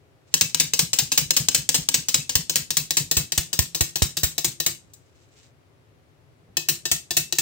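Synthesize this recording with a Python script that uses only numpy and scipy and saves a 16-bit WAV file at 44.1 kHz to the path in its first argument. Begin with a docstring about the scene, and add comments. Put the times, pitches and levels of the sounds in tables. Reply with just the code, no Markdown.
"""A clockwork tin rabbit hops over a wooden table, about five hops a second, close to a stereo microphone.
Each hop is two clacks of shaped noise and ringing modes: the spring kicks the legs, then the toy lands,
knocks the table with a low falling thump and rocks on its feet.
A finger stops it, slides it round with a scrape of tiny slips and later lets it go again.
Behind it lie a small room's noise-built tails and a steady bed of filtered noise."""
import sys
import numpy as np
from scipy import signal
from scipy.fft import rfft, irfft
from scipy.io import wavfile
from scipy.ndimage import uniform_filter1d

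SR = 44100
rng = np.random.default_rng(int(sys.argv[2]) if len(sys.argv) > 2 else 0)


def wav_record(signal):
    """Record a signal, one row per channel, as 16-bit PCM in the file named by sys.argv[1]."""
    frames = np.transpose(np.atleast_2d(signal))
    bounded = np.clip(frames, -1, 1)
    # unit amplitude maps onto the largest positive 16-bit level
    quanta = np.round(bounded * 32767).astype(np.int16)
    wavfile.write(sys.argv[1], SR, quanta)


N = 326781


def rabbit():
    """The whole toy: kicks, landings, small ticks and clinks, each with its room tail."""
    return kicks() + landings() + ticks() + clinks()


# The spring kicks the legs: t/s, level/dB, looseness of the joints/dB
KICKS = [(0.34, -21.5, -9), (0.5456, -25.5, -11.5), (0.735, -25.5, -0.5), (0.932, -26, -0.5),
         (1.118, -25.5, 5), (1.3064, -22.5, -13), (1.4854, -23, -12), (1.69, -24.5, -7), (1.8875, -25, -12),
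         (2.0847, -27.5, 2.5), (2.2935, -29.5, 2), (2.496, -27, -1), (2.7049, -28, -3), (2.9069, -27, -4.5),
         (3.1122, -25.5, 2.5), (3.3203, -29, -2.5), (3.5298, -29.5, 4), (3.747, -29.5, 6.5),
         (3.9566, -28.5, 4), (4.1692, -29, 10), (4.38, -28, 0), (4.6008, -29, 2), (6.5692, -25.5, -3),
         (6.8542, -29, 4), (7.1068, -29, 6), (7.3244, -27.5, -5)]
# Tint of the kicks, one row per spot: hollow/dB, clank/dB, bright/dB, sizzle/dB
KICK_TINT = [(1, -2, -0.5, -2), (2, -5.5, -1.1, 0), (2, -9, -3, -2)]


def kicks():
    """The spring throws the legs out: a clack of tin before each landing."""
    out = np.zeros((2, N))
    for s, level, loose in KICKS:
        blow = draw_blow(s, level, loose, at_spot(s, KICK_TINT), pan_db=3.6, ping_db=-9)
        add(out, s, room(clack(blow, shell_db=38.5, modes_db=3.0)))
    return out


# The toy lands and rocks back: t/s, level/dB, looseness of the joints/dB, table thump/dB,
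# rocking/dB relative to the level
LANDINGS = [(0.41, -20, -1, -36.5, -14), (0.5987, -20.5, 6, -42, -14), (0.791, -20.5, 5, -41, -7),
            (0.987, -20.5, 6.5, -41, -11), (1.1758, -19.5, 5.5, -47, -8), (1.3653, -21, 7.5, -44, -3.5),
            (1.5467, -21.5, 4.5, -47, -8), (1.7436, -21.5, 17, -41, -6), (1.942, -21, 1, -44, -11.5),
            (2.143, -20.5, 0.5, -40, -11), (2.3533, -21.5, -1.5, -27.5, -10.5),
            (2.5571, -23, 4, -43.5, -11), (2.769, -23, 3, -43, -11), (2.969, -22.5, 14, -45, -3.5),
            (3.168, -23.5, 10, -24.5, -4.5), (3.377, -24.5, 2, -26, -12.5), (3.5901, -22.5, -3.5, -21, -10),
            (3.808, -23.5, 1, -23.5, -14.5), (4.02, -24, 6, -18.5, -6.5), (4.2327, -24.5, 15.5, -24, -11.5),
            (4.445, -25, 5, -48, -7), (4.663, -25, 3, -42.5, -14), (6.6863, -23.5, 10, -42, -13.5),
            (6.9143, -23.5, 8, -34.5, -13), (7.1677, -22.5, 7, -39, -10.5), (7.385, -24.5, 2, -54, -15)]
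# Tint of the landings, one row per spot: hollow/dB, clank/dB, bright/dB, sizzle/dB
LANDING_TINT = [(1, 0.084, 0, 0), (3.5, 1.95, 2.5, 3), (-0.5, 1.3, 2.5, 4)]


def landings():
    """The feet strike the table: a clack of tin, then loose parts rattle."""
    out = np.zeros((2, N))
    for s, level, loose, *_ in LANDINGS:
        blow = draw_blow(s, level, loose, at_spot(s, LANDING_TINT), pan_db=3.0, ping_db=-2.0)
        add(out, s, room(clack(blow, shell_db=37.0, modes_db=2.0) + rattle(blow)))
    return out


# Small ticks while the finger holds the toy: t/s, level/dB
TICKS = [(4.7487, -62), (4.9352, -56)]
# Tint of the ticks: hollow/dB, clank/dB, bright/dB, sizzle/dB
TICK_TINT = (-13, -9, 5.5, 2)


def ticks():
    """The held toy ticks: small clacks with little low body."""
    out = np.zeros((2, N))
    for s, level in TICKS:
        blow = draw_blow(s, level, loose=3, tint=TICK_TINT, pan_db=4, ping_db=-13)
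        add(out, s, room(clack(blow, shell_db=37.0, modes_db=-5.0)))
    return out


# A loose tab clinks late after a few landings: t/s, level/dB
CLINKS = [(0.439, -29), (2.208, -27.5), (2.801, -23.5), (4.478, -34)]


def clinks():
    """The loose tab's late clinks, each with its room tail."""
    out = np.zeros((2, N))
    for s, db in CLINKS:
        add(out, s, room(clink(db)))
    return out


def clink(db, hz=2620, rise_s=0.0027, t60_s=.04):
    """A loose tab swings back against the shell, rings one note and damps it at once."""
    t = np.arange(SR // 8) / SR
    return amp(db) * ring(t, hz, t60_s) * (1 - np.exp(-t / rise_s)) * np.ones((2, 1))


def draw_blow(s, level, loose, tint, pan_db, ping_db, tint_scatter_db=0.83, ping_scatter_db=3):
    """No two blows are alike: tint and spring ping scatter by chance."""
    chance = rng.standard_normal(5)
    hollow, clank, bright, sizzle = tint + tint_scatter_db * chance[:4]
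    ping = level + ping_db + ping_scatter_db * chance[4]
    # s in seconds, all the rest in dB; pan is left over right
    return dict(s=s, level=level, hollow=hollow, clank=clank, bright=bright, sizzle=sizzle,
                pan=pan_db, loose=loose, ping=ping)


# Where the toy stands on the table: t/s, spot 0-2
SPOT = [(2.2, 0), (3.1, 1), (4.7, 1), (6.5, 2)]


def at_spot(s, per_spot):
    """Blends the three rows of a table by where the toy stands at time s."""
    spot = np.interp(s, *np.transpose(SPOT))
    return [np.interp(spot, range(3), column) for column in np.transpose(per_spot)]


def clack(blow, shell_db, modes_db, ping_hz=15207, ping_t60_s=.1, size=8192):
    """One blow: the crash of the shell, its longer rings and the short ping of the spring."""
    t = np.arange(size) / SR
    tin = amp(shell_db) * crash(t, blow) + amp(modes_db) * rings(t, blow["s"])
    hz = ping_hz + 10 * rng.standard_normal()
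    spring = amp(blow["ping"]) * ring(t, hz, ping_t60_s, rng.random((2, 1)))
    return (amp(blow["level"]) * tin + spring) * amp([[blow["pan"] / 2], [-blow["pan"] / 2]])


# Colour of a clack: f/Hz, level/dB per Hz
SHELL = [(90, -24.5), (330, -9), (600, -13.5), (1300, -12), (2100, -5.5), (3900, 1.5), (6400, 4.5),
         (8100, 4.5), (9600, -5.5), (10700, -16.5), (12900, -3), (14600, -4), (15650, 2), (16200, -18.5)]


def crash(t, blow, same=0.7, lead_s=.00006, wander=0.43,
          patch_db=2, patch_hz=240, twist=1.0, twist_hz=700):
    """The dense, short-lived modes of thin sheet tin, as shaped noise; each blow favours other ones."""
    hz = np.fft.rfftfreq(len(t), 1 / SR)
    left, other = rng.standard_normal((2, len(t)))
    right = same * left + np.sqrt(1 - same ** 2) * other
    z = rfft(np.array([left, right]) * chatter(t, blow["loose"]))
    z *= causal(patch_db * ripple(hz, patch_hz))
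    # so many modes share the blow that the broad colour stays steady
    power = (abs(z) ** 2).mean(0)
    broad_db = 10 * np.log10(uniform_filter1d(power, size=len(t) // 28) + 1e-12)
    tint = [(300, blow["hollow"]), (1000, blow["hollow"]), (2000, blow["clank"]), (3500, 0), (5200, 0),
            (7500, blow["bright"]), (13000, blow["sizzle"])]
    z *= causal(read(SHELL, hz) + read(tint, hz) - broad_db)
    # the left port is nearer, and each part of the shell radiates its own way
    lead = lead_s * (1 + wander * rng.standard_normal())
    turn = twist * ripple(hz, twist_hz) * hz / (hz + twist_hz)
    z[1] *= np.exp(1j * turn - 2j * np.pi * hz * lead)
    fade = np.minimum(t[::-1] / t[len(t) // 2], 1) ** 4
    return irfft(z) * fade


def chatter(t, loose_db, crack_s=0.0024, ring_s=0.017, ring_db=-8, bounce_s=.0045, bounce_db=-4,
            fade_s=0.0084, loose_share=0.95, contact_s=.0003):
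    """Envelope of one clack: a hard contact, then loose tin joints strike again while the shell rings."""
    looseness = loose_share * loose_db
    delays = np.r_[0, bounce_s * np.cumsum(rng.uniform(.1, .9, size=5))]
    bounces = amp(bounce_db + looseness / 2) * rng.uniform(.4, 1.2, size=5)
    sizes = np.r_[1, bounces] * np.exp(-delays / fade_s)
    age = np.maximum(t - delays[:, None], 0)
    fall = np.exp(-age / crack_s) + amp(ring_db + looseness) * np.exp(-age / ring_s)
    rise = 1 - np.exp(-age / contact_s)  # tin on tin takes a moment to reach full force
    return np.linalg.norm(sizes[:, None] * fall * rise, axis=0)


def ripple(hz, width_hz):
    """A random wavy curve over frequency, of spread about 1."""
    return np.interp(hz / width_hz, np.arange(256), rng.standard_normal(256))


# Modes of the toy and the table top: f/Hz, t60/s, level/dB at the first, second and third spot
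MODES = [(157.5, 0.12, -10.5, -5.5, -9), (261.2, .13, -15.5, -25.5, -41), (342.1, 0.11, -21, -10, -8),
         (508, 0.11, -16.5, -18.5, -33), (682.6, 0.06, -34, -9.5, -10.5), (923, 0.045, -11.5, -15.5, -16.5),
         (1609, 0.056, -10.5, -12.5, -26), (1838, 0.074, -21, -8, -5.5), (2620, .1, -9, -9, -4.5),
         (2920, .13, -12, -14, -16.5), (3110, .09, -15, -27, -39), (3930, 0.11, -11, -2.5, -4.5),
         (4300, .07, -11, -10, -14), (5200, 0.12, -7.5, -11, -11), (6500, 0.063, 1.5, -11.5, -1),
         (7630, .07, -7.5, -6, -8), (9820, .07, -16.5, -12.5, -20), (16600, 0.15, -9.5, -16.5, -13)]


def rings(t, s, scatter_db=3.0, detune=.009, build_cycles=2):
    """The longer modes; they shift a little as the legs fold and take a few cycles to build."""
    spot = np.interp(s, *np.transpose(SPOT))
    sound = np.zeros((2, len(t)))
    for hz, t60, *spot_db in MODES:
        db = np.interp(spot, range(3), spot_db) + scatter_db * rng.standard_normal((2, 1))
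        # left and right phases drift apart towards the treble
        phase = rng.random() + rng.random((2, 1)) * min(hz / 3000, 1)
        shift = detune * min(hz, 4000) * rng.standard_normal()
        build = 1 - np.exp(-t * hz / build_cycles)
        sound += amp(db) * ring(t, hz + shift, t60, phase) * build
    return sound


def rattle(blow, rattle_db=16, first_s=0.023, last_s=0.086, fade_db_per_s=90, duller_db=8,
           count=3, size=2048):
    """After a landing, ears, basket and gears clink a few more times, softer and duller."""
    dull = {**blow, "sizzle": blow["sizzle"] - duller_db}
    t = np.arange(size) / SR
    out = np.zeros((2, 8192))
    for delay in rng.uniform(first_s, last_s, count):
        db = blow["level"] + rattle_db - fade_db_per_s * (delay - first_s)
        add(out, delay, amp(db) * crash(t, dull))
    return out


# From landing to rocking back, one row per spot: delay/s
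ROCK_DELAY_S = [(.034,), (.028,), (.024,)]
# The hand bumps the table and presses the toy: t/s, level/dB
TOUCHES = [(4.831, -61), (6.411, -59.5), (6.47, -55.5)]


def table(kick_thump_db=-42, shudder_db=-24, after_rock_db=-15, late_s=0.0018):
    """Thumps, rocking and shudder carried by the table top; every kick thumps it equally."""
    out = np.zeros((2, N))
    for s, *_ in KICKS:
        add(out, s, jolt(kick_thump_db))
    for s, level, _, thump_db, rock_db in LANDINGS:
        add(out, s, jolt(thump_db))
        add(out, s, rumble(level + shudder_db))
        back = s + at_spot(s, ROCK_DELAY_S)[0] + late_s * rng.standard_normal()
        add(out, back, rock(level + rock_db))
        add(out, back, rumble(level + rock_db + after_rock_db))
    for s, db in TOUCHES:
        add(out, s, rumble(db))
    return out


def jolt(db, hz=76, swell_s=0.0054, snap=2.3, snap_s=0.0022, gain_db=10, left_db=-22, hard_db=-32,
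         soft_slope=.5, edge_db=1, edge_s=.0004, edge_slope=0.91, size=4096):
    """A blow travels through the table and shakes the microphone; the right capsule picks up the thump."""
    t = np.arange(size) / SR
    turns = np.cumsum(hz * (1 + snap * np.exp(-t / snap_s))) / SR  # stiff at first contact, then slower
    thump = swell(t, swell_s) * np.sin(2 * np.pi * turns)
    # the harder the blow, the more its sharp knock stands out
    edge = (1 - t / edge_s) * np.exp(-t / edge_s) * np.minimum(t / edge_s, 1)
    thump = thump - amp(edge_db + edge_slope * (db - hard_db)) * edge
    level_db = db + gain_db + soft_slope * min(db - hard_db, 0)  # blows below hard_db sink further
    return amp(level_db) * thump * amp([[left_db], [0]])


def rock(db, hz=152, swell_s=.011, gain_db=2, rattle_db=-9, rattle_s=0.0023, pan_db=4, rough=0.11):
    """The toy rocks on its sprung feet: a short low wobble and a faint rattle of tin."""
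    t = np.arange(SR // 8) / SR
    noise = rng.standard_normal((2, len(t)))
    creak = unit(band(noise, 90, 450))
    tone = np.sin(2 * np.pi * hz * rng.uniform(0.89, 1.05) * t)
    wobble = swell(t, swell_s) ** 2 * (tone + rough * creak)
    tin = amp(rattle_db) * unit(band(noise, 2000, 8500)) * swell(t, rattle_s)
    return amp(db + gain_db) * (wobble + tin) * amp([[pan_db / 2], [-pan_db / 2]])


def rumble(db, low_hz=55, high_hz=190, swell_s=0.021):
    """The table top goes on shuddering as the toy settles: a swell of low noise."""
    t = np.arange(SR // 5) / SR
    noise = band(rng.standard_normal(len(t)), low_hz, high_hz)
    return amp(db) * unit(noise) * swell(t, swell_s) * np.ones((2, 1))


# Colour of the scraping feet and clockwork: f/Hz, level/dB per Hz
SCRAPE_COLOUR = [(300, -29), (1800, -2), (2800, 0.5), (8000, 2.5), (10500, -23.5), (14500, -15),
                 (16000, -19)]
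# The finger drags the toy: start t/s, end t/s, level/dB at the end
STROKES = [(0.261, .335, -53.5), (4.783, 5.466, -59.5)]


def scrape(grains_per_s=2500, spread_db=3, lumps_per_s=62, lumps_db=4, ring_db=-26):
    """Tiny slips of tin under the finger come in uneven bunches and faintly ring the shell."""
    t = np.arange(N) / SR
    slips = (rng.random((2, N)) < grains_per_s / SR) * rng.choice([-1, 1], (2, N))
    lumps = np.interp(t * lumps_per_s, np.arange(512), rng.standard_normal(512))
    sizes_db = spread_db * np.minimum(rng.exponential(1, (2, N)), 4)
    slips = slips * amp(sizes_db + lumps_db * lumps)
    shell = sum(ring(t[:4096], hz, t60) for hz, t60, *_ in MODES if hz > 2000) / 10
    slips = slips + amp(ring_db) * signal.oaconvolve(slips, shell[None])[:, :N]
    return unit(coloured(slips, SCRAPE_COLOUR)) * sum(stroke(t, *row) for row in STROKES)


def stroke(t, start, end, db, swell_db=13, steepness=2.0, attack_s=0.016, release_s=.025):
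    """Envelope of one drag: the finger pushes harder and harder, then lets go."""
    push = np.clip((t - start) / (end - start), 0, 1) ** steepness
    attack = np.clip((t - start) / attack_s, 0, 1)
    release = np.exp(-np.maximum(t - end, 0) / release_s)
    return amp(db - swell_db * (1 - push)) * attack * release


# Decay of the room: f/Hz, t60/s
ROOM_T60 = [(120, 1), (400, 0.16), (1000, 0.17), (3000, 0.25), (7000, 0.24), (11000, 0.2653), (16000, 0.09)]
# Colour of its tail: f/Hz, level/dB
ROOM_DB = [(120, -2), (400, -6.5), (1000, -3), (3000, -5), (7000, -6.5), (11000, -7), (16000, 0)]


def room(sound, first_s=0.019, build_s=0.0089, size=20000):
    """A fresh diffuse tail of decaying noise for each blow; the lowest bass lingers, the top dies first."""
    hz, t, z = signal.stft(rng.standard_normal((2, size)), SR, nperseg=256)
    t60 = read(ROOM_T60, hz)[:, None]
    even_energy = np.sqrt(2 * np.log(1000) / (t60 * SR))  # a longer decay gets no extra energy
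    decay = amp(-60 * t / t60) * even_energy
    tail = signal.istft(z * decay * amp(read(ROOM_DB, hz))[:, None], SR, nperseg=256)[1]
    tail *= np.clip((np.arange(tail.shape[1]) / SR - first_s) / build_s, 0, 1)
    tail[:, 0] = 1  # the direct sound
    return signal.fftconvolve(sound, tail, axes=1)


# Steady room noise: f/Hz, level/dB per Hz
AIR = [(15, -63.5), (25, -33.5), (102, 0), (145, -4.5), (217, -25), (242, -13.5), (363, -15.5), (405, -12),
       (476, -19.5), (516, -16.5), (911, -25), (1400, -27.5), (1610, -29.5), (2110, -29.5), (16000, -48)]


def air(level_db=-57.5, gain_db=2):
    """Low rumble and faint hiss of the room: filtered noise, a little louder on the left."""
    noise = unit(coloured(rng.standard_normal((2, N)), AIR))
    return amp(level_db + gain_db) * noise * amp([[1.5], [-1.5]])


def amp(db):
    """Decibels to gain."""
    return 10 ** (np.asarray(db) / 20)


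def unit(x):
    """Scales to rms 1."""
    return x / np.sqrt(np.mean(x ** 2) + 1e-20)


def read(points, hz):
    """Reads a table on a log-frequency axis."""
    f, value = np.transpose(points)
    return np.interp(np.log(hz + 1), np.log(f + 1), value)


def add(mix, s, sound):
    """Mixes a stereo sound in at time s."""
    part = mix[:, round(s * SR):][:, :sound.shape[1]]
    part += sound[:, :part.shape[1]]


def coloured(x, points):
    """Filters a long sound by a dB spectrum."""
    return irfft(rfft(x) * amp(read(points, np.fft.rfftfreq(N, 1 / SR))), N)


def band(x, low_hz, high_hz):
    """Band-pass filter."""
    return signal.sosfilt(signal.butter(2, [low_hz, high_hz], "band", fs=SR, output="sos"), x)


def causal(db):
    """Minimum-phase response with the given dB gain per bin."""
    log_gain = np.log(amp(np.r_[db, db[-2:0:-1]]))
    return np.exp(np.conj(signal.hilbert(log_gain)))[:len(db)]


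def swell(t, peak_s):
    """Rises to 1 at peak_s, then dies away."""
    return t / peak_s * np.exp(1 - t / peak_s)


def ring(t, hz, t60, turn=0):
    """One dying mode: a sine losing 60 dB in t60 seconds, started at a phase in turns."""
    return amp(-60 * t / t60) * np.sin(2 * np.pi * (hz * t + turn))


# Stereo width: f/Hz, level/dB of the side signal
WIDTH = [(60, -8.5), (150, -4.5), (400, -4.5), (800, 1), (1500, 1), (16000, -1)]


def scene():
    """The toy and the room plus the table; long waves in the air reach both ports nearly alike."""
    left, right = rabbit() + scrape() + air()
    mid = (left + right) / 2
    side = coloured((left - right) / 2, WIDTH)
    return np.array([mid + side, mid - side]) + table()


def record(dry, bass_hz=40, edge_hz=16250):
    """Bass roll-off, full-scale limit, then the band limit."""
    thin = signal.sosfilt(signal.butter(3, bass_hz, "high", fs=SR, output="sos"), dry)
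    low_pass = signal.firwin(255, edge_hz, window=("kaiser", 8), fs=SR)
    return signal.oaconvolve(np.clip(thin, -1, 1), low_pass[None], "same")


dry = scene()
out = record(dry)
wav_record(out)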